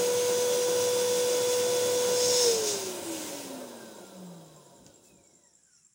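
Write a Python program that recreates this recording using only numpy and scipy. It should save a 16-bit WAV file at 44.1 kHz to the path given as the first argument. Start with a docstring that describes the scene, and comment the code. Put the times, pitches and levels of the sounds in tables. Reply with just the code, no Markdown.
"""The hum and whine of an electric balloon pump, with air rushing into a balloon: a small room, one mic.
The spinning shaft, blades and commutator make the tones; turbulent air roars and hisses at the nozzle,
harder as the balloon fills. Switched off, the motor coasts down while air spurts past the neck until it
slips off. The balloon is handled with a tick and soft bumps; faint crickets emerge as the pump fades."""
import sys
import numpy as np
from scipy import signal
from scipy.fft import rfft, irfft, next_fast_len
from scipy.io import wavfile
from scipy.ndimage import map_coordinates

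SR = 44100
rng = np.random.default_rng(int(sys.argv[2]) if len(sys.argv) > 2 else 0)


def pcm_store(signal):
    """Save signal as 16-bit PCM."""
    levels = np.round(np.clip(np.atleast_2d(signal), -1, 1) * 32767)
    wavfile.write(sys.argv[1], SR, levels.astype(np.int16).T)


N = 261954

RUN_HZ, OFF_S = 493.0, 2.413  # full shaft speed; the moment the switch opens
CRAWL_HZ, CRAWL_LOSS_DB = 82, 66  # roar and scrape drop away below this shaft speed

# Resonances of the housing and room. Each row: centre in Hz, width in Hz, lift in dB.
HOUSING_MODES = [(101.2, 28.4, 8.5), (186.2, 20.5, 13), (236.6, 10, 8.5), (330.4, 12.5, 7.5),
                 (369, 38, 6.5), (560, 51, 10.5), (620, 22, 2), (696.8, 17.5, 10), (930, 93, 9.5),
                 (1040, 35, 6), (1390, 40, 8), (1557, 140, 10)]
# Whistling resonances of the nozzle. Each row: centre in Hz, width in Hz, lift in dB.
NOZZLE_MODES = [(3500, 200, 0), (4970, 160, 7), (5300, 100, 3.5), (5740, 280, 4.5), (6300, 150, 4.5),
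                (6620, 123, 6.5)]
# Colour of air rushing through the outlet. Each row: frequency in Hz, level in dB.
RUSH_SPECTRUM = [(900, -28.5), (1500, -5), (2000, -1), (2900, 1.5), (3500, 2), (4500, -1.5), (5100, -1.5),
                 (6700, 0), (8000, 1.5), (9900, 0.5), (11500, -8), (13700, -9.5), (14800, -0.5),
                 (16000, -2)]


def amp(db):
    """Decibels to gain."""
    return 10 ** (np.asarray(db) / 20)


def unit(x):
    """Scale to rms 1."""
    return x / np.sqrt(np.mean(x ** 2) + 1e-20)


def clock():
    """The time of every sample in seconds."""
    return np.arange(N) / SR


def along(points, hz):
    """Read (Hz, value) points on a log axis."""
    freqs, values = np.transpose(points)
    return np.interp(np.log(hz + 1), np.log(freqs), values)


def lift(resonances, hz):
    """The dB that a set of resonances adds at a frequency."""
    return sum(db / (1 + (2 * (hz - centre) / width) ** 2) for centre, width, db in resonances)


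def wobble(rate):
    """A smooth random curve with rate knots a second."""
    return map_coordinates(rng.standard_normal(int(N * rate / SR) + 4), [clock() * rate])


def swell(peak_s, half_width_s):
    """A bell-shaped rise and fall around a moment."""
    return np.exp(-((clock() - peak_s) / half_width_s) ** 2)


def swells(rows):
    """One gain curve from several swells."""
    return sum(amp(db) * swell(peak_s, half_width_s) for peak_s, db, half_width_s in rows)


def filtered(x, response):
    """Shape x by a gain that depends on frequency."""
    size = next_fast_len(N + SR // 2)
    return irfft(rfft(x, size) * response(np.fft.rfftfreq(size, 1 / SR)), size)[..., :N]


def noise(spectrum, resonances=()):
    """Noise of rms 1 with a broad colour and resonant humps."""
    white = rng.standard_normal(N)
    return unit(filtered(white, lambda hz: amp(along(spectrum, hz) + lift(resonances, hz))))


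def noise_band(centre_hz, width_hz):
    """A band of noise around a fixed or sliding frequency."""
    envelope = wobble(width_hz) + 1j * wobble(width_hz)
    carrier = np.exp(2j * np.pi * np.cumsum(centre_hz * np.ones(N)) / SR)
    return unit(np.real(envelope * carrier))


def room(x):
    """The walls' answer at the mic, each frequency dying at its own speed."""
    # Reverberation of the small room. Each row: frequency in Hz, seconds to fall 60 dB.
    decay_times = [(150, .4), (2000, 0.5), (12000, 0.16)]
    hz, t, spectra = signal.stft(rng.standard_normal(SR // 2), SR, nperseg=256)
    decay = amp(-60 * t / along(decay_times, hz)[:, None])
    tail = signal.istft(spectra * decay, SR, nperseg=256)[1]
    return signal.fftconvolve(x, tail / np.linalg.norm(tail))[:N]


def near_walls(x, echo_db):
    """Weak echoes reach the mic within 25 ms and comb a fine ripple into the spectrum."""
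    delays = rng.integers(SR // 1000, SR // 40, 14)
    echoes = sum(rng.choice([-1, 1]) * np.pad(x, (delay, 0))[:N] for delay in delays)
    return unit(x + amp(echo_db) * echoes)


def cricket(chirp_at_s, period_s, stroke_s, count, pitch_hz, level_db):
    """Endlessly repeated chirps of a few raspy wing strokes, each stroke falling in pitch."""
    strokes = ((clock() - chirp_at_s + .001 * wobble(5)) % period_s) / stroke_s
    within = strokes % 1
    force = np.sin(np.pi * np.minimum((np.floor(strokes) + 1) / (count + 1), 1))  # peaks mid-chirp
    pulse = np.sin(np.pi * np.minimum(within / 0.56, 1)) ** 2
    hz = pitch_hz * (1 + .13 * (.27 - within) + .027 * wobble(500))
    return amp(level_db + 1.3 * wobble(40)) * force * pulse * np.sin(2 * np.pi * np.cumsum(hz) / SR)


def background():
    """Two faint crickets, one farther off, over thin room tone."""
    # Colour of the night's hiss. 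Each row: frequency in Hz, level in dB.
    night_spectrum = [(30, -18), (170, 12), (450, -13.5), (1500, -4.5), (4600, -12), (5500, 5.5),
                      (6300, 3.5), (7100, 8.5), (7800, -1), (8400, 4), (9000, -5), (10400, 4.5),
                      (11300, -20), (14000, -22), (15200, -11)]
    near = cricket(chirp_at_s=5.432, period_s=.099, stroke_s=.017, count=3, pitch_hz=7400, level_db=-57)
    far = cricket(chirp_at_s=5.46, period_s=.082, stroke_s=.011, count=2, pitch_hz=8150, level_db=-66.5)
    chirps = near + far
    return chirps + amp(3) * room(chirps) + amp(-68.5 + 1.3 * wobble(12)) * noise(night_spectrum)


def balloon_handling():
    """Hands on the balloon: low soft bumps, swishes of rubbed rubber and the rustle of skin."""
    # Three kinds of touch. Each row: peak in seconds, level in dB, half-width in seconds.
    bump_events = [(3.277, -56, .025), (4.533, -62, 0.071), (4.853, -57.5, 0.1), (5.154, -60, 0.078),
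                   (5.357, -68, 0.053)]
    swish_events = [(5.3, -71, 0.055), (5.5, -71, 0.054), (5.769, -66, 0.049)]
    rustle_events = [(4.87, -66, .03), (5.071, -60, 0.05)]
    # Colours of skin brushing rubber and of a bump. Each row: frequency in Hz, level in dB.
    rustle_spectrum = [(3000, -15), (5500, 0), (9500, 1), (12000, -14), (14000, -8), (15300, 0)]
    bump_spectrum = [(25, -27), (55, -6), (85, -4), (170, 0), (350, -1), (900, -60), (3000, -70)]
    bumps = swells(bump_events) * noise(bump_spectrum)
    swishes = swells(swish_events) * noise_band(5650, width_hz=750)
    rustle = swells(rustle_events) * noise(rustle_spectrum)
    return bumps + swishes + rustle


def rubber_tick():
    """One sharp tick on the balloon rings briefly in the rubber and carries into the room."""
    # Colour of the rubber's ring. Each row: frequency in Hz, level in dB.
    ring_spectrum = [(200, -4), (1500, -0.5), (3500, 4), (6000, 0), (8500, 0.5), (10500, -12), (16000, -25)]
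    tick_s, snap_hz, ring_s = 4.865, 6300, 0.0036
    age = clock() - tick_s
    snap = amp(-34) * swell(tick_s, half_width_s=.00016) * np.cos(2 * np.pi * snap_hz * age)
    ring = amp(-51.5) * (age > 0) * np.exp(-np.abs(age) / ring_s) * noise(ring_spectrum)
    return snap + ring + amp(-5) * room(snap + ring)


def shaft_speed():
    """Turns a second: settling under power, then braked by friction plus air drag (a tangent law)."""
    t = clock()
    balance_hz, braking_per_s = 250.6, .26  # drag equals friction at balance_hz
    coasting_s = np.maximum(t - OFF_S, 0)
    settling_hz = 5 * np.exp(-t / .35)
    return balance_hz * np.tan(np.arctan(RUN_HZ / balance_hz) - braking_per_s * coasting_s) - settling_hz


def falloff(speed, knee_hz, loss_db):
    """Level change in dB: none well above the knee, loss_db down for each tenfold slowing below it."""
    return -loss_db * np.log10(1 + (knee_hz / speed) ** 4) / 4


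def stall(speed, below_hz, loss_db):
    """Level change in dB as the rotor nears a stop: like falloff, but with a sharp knee."""
    return loss_db * np.minimum(np.log10(speed / below_hz), 0)


def brushes(speed):
    """The brushes scrape, harder once a turn, and ring the motor case."""
    # Colour of the scrape. Each row: frequency in Hz, level in dB.
    scrape_spectrum = [(30, -39), (90, -22), (170, -2), (330, 11), (450, -8), (1000, -13), (2000, -19),
                       (3300, -3.5), (6500, -5), (8000, -5), (9600, 0), (11500, -13.5), (13800, -12),
                       (15200, -1.5)]
    # Resonances of the motor case. Each row: centre in Hz, width in Hz, lift in dB.
    case_modes = [(180, 31.2, 14), (311, 230, 6.7), (563, 60, 19), (1487, 180, 11), (2570, 170, 10),
                  (3320, 190, 8.3), (3880, 240, 14.5), (5080, 220, 13), (8600, 250, 3.3)]
    pressure = 1 + 0.17 * np.sin(2 * np.pi * np.cumsum(speed) / SR)
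    slowing_db = falloff(speed, knee_hz=190, loss_db=57) + stall(speed, CRAWL_HZ, CRAWL_LOSS_DB)
    level_db = -53 + slowing_db + 0.6 * wobble(40)
    return amp(level_db) * pressure * near_walls(noise(scrape_spectrum, case_modes), echo_db=-18)


def balloon_neck(speed):
    """Air jets between nozzle and rubber; the loose rubber makes it sputter, spurt and whistle."""
    # Colour of the jet. Each row: frequency in Hz, level in dB.
    jet_spectrum = [(1470, -43), (2500, -15.5), (3250, -22), (3350, -24.5), (3580, -2.5), (4520, -6.5),
                    (4910, -1.5), (5210, -5), (5970, -1.5), (6630, 0.5), (7030, -1.5), (8880, -7),
                    (11300, -34.5), (13700, -38), (15000, -19)]
    # Spurts past the loosening neck. Each row: peak and half-width in seconds, hiss and whistle in dB.
    spurt_events = [(2.247, .095, -38, -40.5), (2.422, 0.13, -32.5, -32.5), (2.694, .04, -34, -49)]
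    pressure_s, stretch_s = .8, .2  # time scales of the filling balloon
    slip_s, slip_length_s, puff_s = 2.943, .04, 3.2
    t = clock()
    sputter = amp(0.75 * wobble(25.03) + 0.71 * wobble(140))
    slipped = (1 + np.tanh((t - slip_s) / slip_length_s / 2)) / 2  # the neck comes off the nozzle
    supply_db = falloff(speed, knee_hz=200, loss_db=68) - 24.5 * slipped

    leak = amp(-37.5 + supply_db - 3 * np.exp(-t / pressure_s))  # grows as pressure builds
    spurts = swells((s, db, width) for s, width, db, _ in spurt_events)
    jet = (leak + spurts) * near_walls(noise(jet_spectrum, NOZZLE_MODES), echo_db=-18)
    jet += amp(-5) * spurts * noise(RUSH_SPECTRUM)

    # The whistle sinks and fades as the rubber stretches, and returns with the spurts.
    whistle_hz = 6700 / (1 + t / stretch_s) ** .088
    whistling = amp(-42 + supply_db - 3.5 * t) + swells((s, db, width) for s, width, _, db in spurt_events)
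    whistle = whistling * noise_band(whistle_hz, width_hz=550)

    # The freed nozzle blows a last, sinking puff; the neck toots as it is pinched shut.
    puff_hz = 7130 * 2 ** (-1.2 * (t - puff_s))
    puff = amp(-45.5) * swell(puff_s, half_width_s=0.22) * noise_band(puff_hz, width_hz=2800)
    toot = amp(-49) * swell(3.16, half_width_s=0.025) * noise_band(2700, width_hz=300)
    return sputter * (jet + whistle + puff + toot)


def airflow(speed):
    """Turbulence roars in the housing, then rushes and flutters through the outlet."""
    # Colours of the roar and of the airstream's low flutter. Each row: frequency in Hz, level in dB.
    roar_spectrum = [(20, -44), (70, -32), (110, -15), (220, -8), (420, 0), (600, -3), (800, -7),
                     (1250, -11.5), (1700, -19), (3000, -54)]
    buffet_spectrum = [(20, -27), (45, -21), (75, -16), (100, 2.5), (140, -2.5), (250, -22), (600, -60)]
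    # The outlet is briefly covered as the neck comes off, then blows freely.
    # Each row: peak in seconds, half-width in seconds, change in dB.
    outlet_changes = [(3.02, 0.06, -2.5), (3.32, 0.23, 5.5)]
    roar = noise(roar_spectrum, HOUSING_MODES)
    treble = filtered(roar, lambda hz: 1 / (1 + (750 / (hz + 1)) ** 4))
    roar += treble * (amp(-8.5 * (1 - speed / RUN_HZ)) - 1)  # dulls as the impeller slows
    rush = near_walls(noise(RUSH_SPECTRUM, NOZZLE_MODES), echo_db=-20.5)
    slowing_db = falloff(speed, knee_hz=272, loss_db=62.5) + stall(speed, CRAWL_HZ, CRAWL_LOSS_DB)
    roar_db = -37.5 + slowing_db + 1.1 * wobble(16)
    flow_db = -31 + falloff(speed, knee_hz=452.3, loss_db=74)
    outlet_db = sum(db * swell(s, width) for s, width, db in outlet_changes) + 0.6 * wobble(29.96)
    buffet = amp(flow_db - 19.5 + 1.2 * wobble(15)) * noise(buffet_spectrum)
    return amp(roar_db) * roar + amp(flow_db + outlet_db) * rush + buffet


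def shaft_tone(angle, multiple, db, flutter_db):
    """A fluttering sine locked to a multiple of the shaft's rotation."""
    return amp(db + flutter_db * wobble(35)) * np.sqrt(2) * np.sin(multiple * angle)


def commutator_whine(speed, angle):
    """The commutator's 24 bars whine under uneven brush contact, swelling in each resonance they pass."""
    # The bar tone, its half and its overtones. Each row: multiple of shaft speed, level in dB.
    partials = [(12, -95), (24, -90.5), (48, -95), (72, -93), (96, -97.5)]
    # Resonances that radiate the whine. Each row: centre in Hz, width in Hz, lift in dB.
    whine_modes = [(950, 130, 15), (1460, 190, 16), (1910, 170, 10), (2520, 440, 16.5), (6800, 700, 16.5),
                   (10000, 2400, 19)]
    bars = sum(shaft_tone(angle, k, db + lift(whine_modes, k * speed), flutter_db=3) for k, db in partials)
    contact = amp(stall(speed, below_hz=57, loss_db=260)) * (0.84 + .45 * wobble(200))
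    return contact * bars


def impeller_tone(speed, angle, blades=7):
    """The passing blades sing through chamber and housing, weaker as the shaft slows."""
    # Peaks and dips of the impeller chamber. Each row: centre in Hz, width in Hz, lift in dB.
    chamber_modes = [(800, 130, -10), (1030, 110, 5.5), (1230, 120, -6), (1490, 130, 1.5),
                     (1720, 160, -5.5), (2400, 300, -5.5), (3452, 20, 6.5)]
    level_db = -52 + 44.5 * np.log10(speed / RUN_HZ) + lift(HOUSING_MODES + chamber_modes, blades * speed)
    return shaft_tone(angle, blades, level_db, flutter_db=1.5)


def unbalance_hum(speed, angle):
    """Unbalance hums once a turn; gliding down, it swells and fades in the room's standing waves."""
    # Standing waves at the mic. Each row: centre in Hz, width in Hz, lift in dB.
    standing_waves = [(112, 50, -6), (179.6, 40, 18), (200, 19, -12), (224.7, 12, -3.5), (259.6, 17, 5.5),
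                      (292, 39.3, -4), (337.5, 22, 13.5), (342.8, 11, -24.5), (389, 12, -5.5),
                      (471, 21.2, 7.5)]
    # Overtones under power. Each row: multiple of shaft speed, level in dB.
    overtones = [(2, -47), (3, -52.5), (6, -63)]
    level_db = -29 + 69 * np.log10(speed / RUN_HZ) + lift(standing_waves, speed)
    hum = shaft_tone(angle, 1, level_db, flutter_db=0.04)
    unpowered_db = -200 * np.maximum(clock() - OFF_S, 0)  # the overtones die with the current
    return hum + sum(shaft_tone(angle, k, db + unpowered_db, flutter_db=0.9) for k, db in overtones)


def motor(speed):
    """One slightly unsteady shaft drives the hum, the blade tone and the whine."""
    angle = 2 * np.pi * np.cumsum(speed * (1 + 0.00062 * wobble(25))) / SR
    angle += .03 * wobble(110)  # jitter roughens the high multiples most
    return unbalance_hum(speed, angle) + impeller_tone(speed, angle) + commutator_whine(speed, angle)


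def scene():
    """Pump and balloon up front, crickets behind, on one microphone fed to both channels."""
    speed = shaft_speed()
    pump = motor(speed) + brushes(speed) + airflow(speed)
    mono = pump + balloon_neck(speed) + balloon_handling() + rubber_tick() + background()
    return np.array([mono, mono])


def record(dry):
    """Nothing above 15.8 kHz gets through."""
    return filtered(dry, lambda hz: hz < 15800)


dry = scene()
out = record(dry)
pcm_store(out)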